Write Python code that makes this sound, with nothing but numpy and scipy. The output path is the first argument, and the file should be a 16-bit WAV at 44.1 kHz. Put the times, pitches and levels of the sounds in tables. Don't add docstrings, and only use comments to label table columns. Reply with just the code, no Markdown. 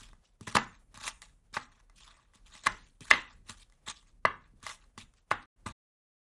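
import sys
import numpy as np
from scipy import signal
from scipy.fft import rfft, irfft, next_fast_len
from scipy.io import wavfile
from scipy.ndimage import uniform_filter1d, map_coordinates

SR = 44100
rng = np.random.default_rng(int(sys.argv[2]) if len(sys.argv) > 2 else 0)


def to_wav(s):
    ch = np.atleast_2d(s).T
    pcm = np.round(np.clip(ch, -1, 1) * 32767)
    wavfile.write(sys.argv[1], SR, pcm.astype(np.int16))


def elevation(decibels):
    levels = np.asarray(decibels, float)
    return 10 ** (levels / 20)


N = 276727


def unit(x):
    return x / np.sqrt(np.mean(x ** 2) + 1e-20)


def along(points, hz):
    f, v = np.transpose(points)
    return np.interp(np.log(hz + 1), np.log(f + 1), v)


def over_time(points):
    s, v = np.transpose(points)
    return np.interp(np.arange(N) / SR, s, v)


def wobble(rate):
    knots = rng.standard_normal(int(N * rate / SR) + 4)
    return map_coordinates(knots, [np.arange(N) * rate / SR])


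def filtered(x, response):
    m = next_fast_len(N + SR // 2)
    return irfft(rfft(x, m) * response(np.fft.rfftfreq(m, 1 / SR)), m)[..., :N]


def coloured(x, curve):
    return filtered(x, lambda hz: elevation(along(curve, hz)))


def modes(table, hz):
    total = 0
    for k, (centre, width, db) in enumerate(table):
        ring = 1j * hz * width / (centre * centre - hz * hz + 1j * hz * width)
        total = total + (-1) ** k * elevation(db) * ring
    return total


# time_s, level_db
RUMBLE_LEVEL = [(0.0, -58.5), (0.48, -72), (0.6, -50), (0.65, -63), (2.42, -66.5), (2.71, -60),
                (4.13, -68.5), (4.27, -61.5), (4.94, -65), (5.07, -58.5), (5.27, -73.5), (5.4, -54),
                (5.46, -73), (5.72, -54.5)]
# freq_hz, density_db (per Hz)
RUMBLE_COLOUR = [(8, -59), (18, -14), (35, 2.5), (60, -10), (110, -14.5), (230, -21.5), (500, -35),
                 (1000, -63.5)]
# freq_hz, density_db (per Hz)
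HISS_COLOUR = [(200, -11), (500, 1), (1500, -5), (4000, -12), (8000, -10), (15500, -10)]
HISS_DB = -79


def room_tone():
    rumble = unit(coloured(rng.standard_normal(N), RUMBLE_COLOUR))
    hiss = unit(coloured(rng.standard_normal(N), HISS_COLOUR))
    rumble_db = over_time(RUMBLE_LEVEL) - 5.0 + 2.5 * wobble(8)
    hiss_db = HISS_DB + 2.6 * wobble(42)
    return elevation(rumble_db) * rumble + elevation(hiss_db) * hiss


# freq_hz, gain_db
WALLS = [(60, -2.5), (300, -0.5), (1200, -3.5), (3000, -4), (6000, -5.5), (11000, -13.5)]
# freq_hz, t60_s
KITCHEN_DECAY = [(100, 0.43), (700, 0.26), (2000, 0.3), (5000, .22), (10000, 0.65)]


def kitchen(x):
    x = coloured(x, WALLS)
    wet = np.zeros(N + SR)
    step = SR // 3
    for start in range(0, N, step):
        hz, t, z = signal.stft(rng.standard_normal(SR // 2), SR, nperseg=256)
        decay = elevation(-60 * t / along(KITCHEN_DECAY, hz)[:, None])
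        tail = signal.istft(z * decay, SR, nperseg=256)[1]
        echo = signal.fftconvolve(x[start:start + step], tail / np.linalg.norm(tail))
        wet[start + 130:][:len(echo)] += echo
    return wet[:N]


# freq_hz, width_hz, level_db
COUNTER_MODES = [(98.64, 17, 0.5), (187, 86, 0), (228, 43, 8), (427, 120, 1)]
# time_s, peak_db, push_ms
THUMPS = [(0.014, -52, 1.3), (0.128, -56, 1.3), (0.409, -38, 1.3), (0.473, -35, 1.3), (0.55, -24, 1.3),
          (0.564, -29.5, 1.3), (0.94, -53.5, 1.3), (0.972, -48.5, 1.3), (1.012, -56, 1.3), (1.05, -52, 1.3),
          (1.527, -52, 1.3), (1.565, -38.5, 1.3), (2.352, -59, 1.3), (2.549, -53.5, 1.3),
          (2.634, -62.5, 1.3), (2.669, -37.5, 1.3), (3.007, -43, 1.3), (3.014, -43.5, 1.3),
          (3.11, -37.5, 1.3), (3.135, -42.5, 1.3), (3.493, -44, 1.3), (3.878, -44.5, 1.3),
          (4.25, -36.5, 1.3), (4.534, -56, 1.3), (4.632, -49.5, 1.3), (4.976, -42.5, 1.3),
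          (5.311, -38, 1.3), (5.66, -33.5, 1.3)]
THUMP_DB = 3


def counter_thumps():
    force = np.zeros(N + SR)
    t = np.arange(SR // 20) / SR
    for s, db, push_ms in THUMPS:
        squeeze = t / (max(push_ms, .4) / 1000)
        force[round(s * SR):][:len(t)] += elevation(db + THUMP_DB) * squeeze * np.exp(1 - squeeze)
    return filtered(force[:N], lambda hz: modes(COUNTER_MODES, hz))


# freq_hz, width_hz, level_db
BOARD_LOW = [(656, 68, -6.5), (840.5, 54, 0), (1160, 130, 3), (1716, 31, 1.5), (1518, 720, -4.5)]


def board_low(hz):
    return modes(BOARD_LOW, hz)


# freq_hz, width_hz, level_db
BOARD_HIGH = [(1694, 130, -10.5), (2044, 85, 1.5), (2465, 840, -1), (2632, 1400, -2), (3750, 1400, -6.5),
              (4320, 1900, -12)]


def board_high(hz):
    return modes(BOARD_HIGH, hz)


# start_s, crackle_db, board_share_db, hold_ms, fade_ms (per 20 dB)
BITES = [(0, -56, -11, 27, 101), (.415, -64.5, -12, 62, 18), (0.472, -45, -6, 3, 75),
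         (.552, -29.5, -16.5, 6.1, 14.5), (.946, -59.5, -3.5, 25, 54), (1.219, -59, -8.5, 9.3, 78),
         (1.54, -48, -5.5, 28, 32), (2.341, -64.5, -6, 6.3, 58.5), (2.462, -63, -15, 16, 19),
         (2.638, -50.5, -6, 22, 40), (2.663, -36.5, 3.5, 12, 4), (3.011, -57, -6.5, 190, 28),
         (3.107, -32.5, -4, 4.7, 14), (3.125, -53.5, 4, 30, 111.5), (1.96, -61.5, -22.5, 93, 175),
         (3.477, -73.5, -0.5, 14.7, 13.5), (3.572, -63.5, -15.5, 54, 29), (3.864, -56, -2.5, 8.8, 22),
         (3.883, -43, -7, 23.8, 22), (4.632, -61, -3, 35, 29), (4.98, -55, -14, 39.6, 26.5),
         (5.31, -46, -4.5, 4, 26), (5.663, -51, -2.5, 14, 49)]
BITE_SWELL_MS = 4.9
# loudest_s, crackle_db, board_share_db, swell_ms (per 20 dB), fade_ms (per 20 dB)
DRAGS = [(.248, -72, -24, 21, 87.5), (.6, -59.5, -8.5, 20, 83.5), (.745, -67, -5.5, 47, 43),
         (1.07, -36, -6, 58, 26), (1.622, -60, -12, 72, 51), (1.721, -68.5, -4, 14, 39),
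         (1.798, -74, -1, 41, 8), (3.496, -47, -7.5, 24, 43), (2.099, -76, 8.5, 160, 160),
         (2.559, -55, -8, 78, 101), (2.72, -61.5, -18, 21, 160), (2.859, -73.5, -13, 280, 46.5),
         (3.299, -65, -5.5, 52, 60.5), (3.74, -82.5, -11.5, 42, 50), (3.965, -60.5, -33.5, 20, 53),
         (4.085, -70.5, -9.5, 57.7, 30), (4.44, -79.5, 6.5, 53, 63.5), (4.678, -45.5, -5, 38.3, 57.5),
         (4.74, -55.5, -30, 38, 17), (4.818, -72.5, -5, 26, 42.5), (5.17, -73, -14, 41, 45),
         (5.42, -70.5, -3, 50, 50), (5.58, -98.5, -3, 26.7, 87.5)]
DRAG_HOLD_MS = 9.8


def strokes():
    bites = [(s, db, board, BITE_SWELL_MS, hold, fade) for s, db, board, hold, fade in BITES]
    drags = [(s, db, board, swell, DRAG_HOLD_MS, fade) for s, db, board, swell, fade in DRAGS]
    return bites + drags


def patchy(x, depth_db):
    z = signal.stft(x, nperseg=256)[2]
    field = uniform_filter1d(rng.standard_normal(z.shape), size=5, axis=0)
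    field = uniform_filter1d(field, size=6, axis=1)
    return signal.istft(z * elevation(depth_db * unit(field)), nperseg=256)[1][:N]


def cell_bursts():
    pops = (rng.random(N) < 2500 / SR) * rng.standard_normal(N)
    pops = pops * elevation(0.64 * np.minimum(rng.exponential(size=N), 3))
    clumps = elevation(2.5 * np.tanh(wobble(110)) + 2.4 * wobble(400))
    grains = unit(clumps * (unit(pops) + 1.25 * rng.standard_normal(N)))
    return patchy(grains, depth_db=3.6)


# freq_hz, density_db (per Hz)
LEAF_COLOUR = [(150, -14), (1830, -12.5), (3500, -12.5), (4800, -19), (7410, -18), (10900, -25),
               (11500, -25.5), (15500, -31.5)]


def leaves():
    ms = np.arange(N) / SR * 1000
    crackle, jolt = np.zeros((2, N))
    for s, db, board_db, swell, hold, fade in strokes():
        near = slice(max(0, round((s - .3) * SR)), round((s + .6) * SR))
        late = ms[near] - 1000 * s
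        before = np.maximum(-late / max(swell, 1), 0)
        after = np.maximum((late - hold) / max(fade, 1), 0)
        drop_db = 20 * (before + after)
        crackle[near] += elevation(db - drop_db)
        jolt[near] += elevation(db + board_db - drop_db)
    grains = cell_bursts()
    fizz = unit(filtered(grains, lambda hz: elevation(along(LEAF_COLOUR, hz)) / (1 + (2600 / (hz + 1)) ** 4)))
    body = unit(filtered(grains, lambda hz: board_low(hz) + 1.2 * board_high(hz)))
    return elevation(2.0) * crackle * fizz + elevation(4.5) * jolt * body


# time_s, peak_db, crack_db, upper_mode_db, contact_ms
CHOPS = [(.474, -24.5, -19.5, -12, 4.3), (.553, -2, -15, -25, 0.35), (.564, -8, -27.5, -8, 3),
         (.568, 0.5, -21.5, -12.5, 1.5), (.585, -23.5, -33.5, 2, 1.1), (1.077, -22, -4, -5, 1.4),
         (1.567, -11, -54, -16.5, 3.97), (2.668, -4.5, -23.5, -10, 2.3), (3.111, 1, -32, 1.5, 1.3),
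         (3.127, -16, -27.5, -3.5, 0.51), (3.135, -17.5, -27, 3, 1.38), (3.876, -26, -15, -7.5, .92),
         (4.251, 1, -40, -18.5, 0.83), (4.2528, -4, -31.5, -13.5, 2), (4.665, -22.5, -10, -6.5, 1.5),
         (4.977, -29, -15, -10, 2.1), (5.3133, -2.5, -34.5, -13, 0.86), (5.316, -14.5, -26, -9.5, 2.9),
         (5.663, -33.5, -16, -7.5, 2.4), (5.669, -24, -24, -35, 1)]
# time_s, peak_db, crack_db, upper_mode_db
TICKS = [(0.015, -57.5, 9, -14), (.131, -40.5, -17, -20), (.409, -39, -4, -16), (.525, -36, -3.5, -9),
         (0.942, -40.5, -5, -18), (.974, -33, -5.5, -15), (1.012, -35, -8, -17), (1.218, -42.5, 6, 1),
         (1.225, -38, -6, -2.5), (1.528, -52.5, 1, -11), (1.897, -45.5, -11, -13), (2.335, -49, -13, -11),
         (2.355, -53, 0, -21.5), (2.551, -38.5, -3, -10), (2.636, -49.5, 7, -0.5), (3.006, -45.5, 4, -22),
         (3.015, -51.5, -10.5, -16.5), (3.103, -33.5, -7.5, -3), (3.491, -47, -21, 5),
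         (3.698, -54, -4.5, -17.5), (3.722, -53.5, -5, -7), (3.899, -37.5, -20, -12),
         (4.027, -54, -7.5, -11.5), (4.602, -61.5, -2.5, -17), (4.628, -40, -2, -13),
         (4.697, -41, -22, 4.5), (4.839, -52, -9.5, -9.5), (5.137, -54, -5, -10.5)]
TICK_MS = 1.4


def contacts():
    return CHOPS + [(*tick, TICK_MS) for tick in TICKS]


# freq_hz, gain_db
SCATTER_LOW = [(100, -29), (230, -13.5), (400, -20), (700, -13.5), (1150, 3), (2050, -5), (2600, -18.5),
               (5000, -26)]
# freq_hz, gain_db
SCATTER_HIGH = [(800, -33.5), (1400, -15), (2000, -5), (2800, 1.5), (3700, 4), (4500, -7), (6000, -16),
                (11000, -29)]


def knife_knocks():
    low, high, crack, far_low, far_high = np.zeros((5, N + SR))
    t = np.arange(SR // 40) / SR
    blow = t / .0001 * np.exp(1 - t / .0001)
    grip = 1 - np.exp(-t / .0009)
    for s, db, crack_db, upper_db, contact_ms in contacts():
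        first = round((s + .0005) * SR)
        at = slice(first, first + len(t))
        fade = np.exp(-t / (max(contact_ms, .2) / 1000)) * grip
        chatter = rng.standard_normal(len(t)) * fade
        force = -1.5 * blow + 1.5 * chatter
        low[at] += elevation(db - 3.0) * force
        high[at] += elevation(db + upper_db + 15.0) * force
        crack[at] += elevation(db + crack_db + 8.5) * chatter
        far_low[at] += elevation(db - 2.0) * blow
        far_high[at] += elevation(db + upper_db + 3.5) * blow
    bright = signal.sosfilt(signal.butter(2, [3000, 11000], "band", fs=SR, output="sos"), crack[:N])
    board = filtered(low[:N], board_low) + filtered(high[:N], board_high)
    board = signal.sosfilt(signal.butter(2, 5000, fs=SR, output="sos"), board)
    thud = counter_thumps()
    spread = coloured(far_low[:N], SCATTER_LOW) + coloured(far_high[:N], SCATTER_HIGH)
    to_room = spread + elevation(-12.5) * board + elevation(-2.0) * bright + elevation(-7) * thud
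    return board + thud + bright, to_room


def scene():
    hits, to_room = knife_knocks()
    shreds = leaves()
    echoes = kitchen(to_room + elevation(-8.5) * shreds)
    return (hits + shreds + echoes + room_tone())[None]


STARVE_DELAY_S, STARVE_S, STARVE_S_PER_DB = .012, .22, .004
STARVE_HZ, STARVE_HZ_PER_DB = 6800, -110
DRAG_STARVE_DB, DRAG_STARVE_HZ = (-78, -48), 8800
FULL_BLOW_DB = -13
# start_s, end_s
SPARED = [
    (.93, 1.095),
    (3.46, 3.58),
    (4.6, 4.78),
    (4.97, 5.06),
    (5.65, 5.74),
]


def treble_edge(t):
    spans = []
    for s, db, *_ in contacts():
        end = s + STARVE_S + STARVE_S_PER_DB * db
        spans.append((s + STARVE_DELAY_S, end, STARVE_HZ + STARVE_HZ_PER_DB * db))
    for s, db, _, swell, fade in DRAGS:
        if DRAG_STARVE_DB[0] < db < DRAG_STARVE_DB[1]:
            spans.append((s - swell / 1600, s + fade / 1000, DRAG_STARVE_HZ))
    edge = np.full(len(t), np.inf)
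    for start, end, edge_hz in spans:
        inside = (t > start) & (t < end)
        edge[inside] = np.minimum(edge[inside], edge_hz)
    blows = [(s - STARVE_DELAY_S, s + STARVE_DELAY_S) for s, db, *_ in CHOPS if db > FULL_BLOW_DB]
    for start, end in SPARED + blows:
        edge[(t > start) & (t < end)] = np.inf
    return edge


def treble_dropouts(x):
    hz, t, z = signal.stft(x, SR, nperseg=512)
    luck = rng.logistic(size=(len(hz) // 5 + 1, len(t) // 4 + 1))
    luck = luck.repeat(5, axis=0).repeat(4, axis=1)[:len(hz), :len(t)]
    band_hz = np.minimum(hz[:, None] // 430 * 430, 10300)
    gone = (hz[:, None] > 4500) & (band_hz - treble_edge(t) > 1200 * luck)
    return signal.istft(z * np.where(gone, elevation(-30.0), 1), SR, nperseg=512)[1][..., :N]


def band_limit(x):
    return signal.sosfilt(signal.butter(12, 15880, fs=SR, output="sos"), x)


# freq_hz, gain_db
MIC = [(20, 7.5), (10800, -1), (11300, -16.5), (15000, -17), (16000, -38.5)]
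# time_s, gain_db
MUTES = [
    (0, -0.5),
    (5.457, 0),
    (5.47, -88),
    (5.552, -94),
    (5.563, -2.5),
    (5.722, 2.5),
    (5.735, -100),
    (6.3, -100),
]
CEILING = .6


def record(dry):
    held = dry / (1 + abs(dry / CEILING) ** 4) ** (1 / 4)
    heard = treble_dropouts(coloured(held, MIC))
    mix = heard * elevation(over_time(MUTES))
    return band_limit(mix)


dry = scene()
out = record(dry)
to_wav(out)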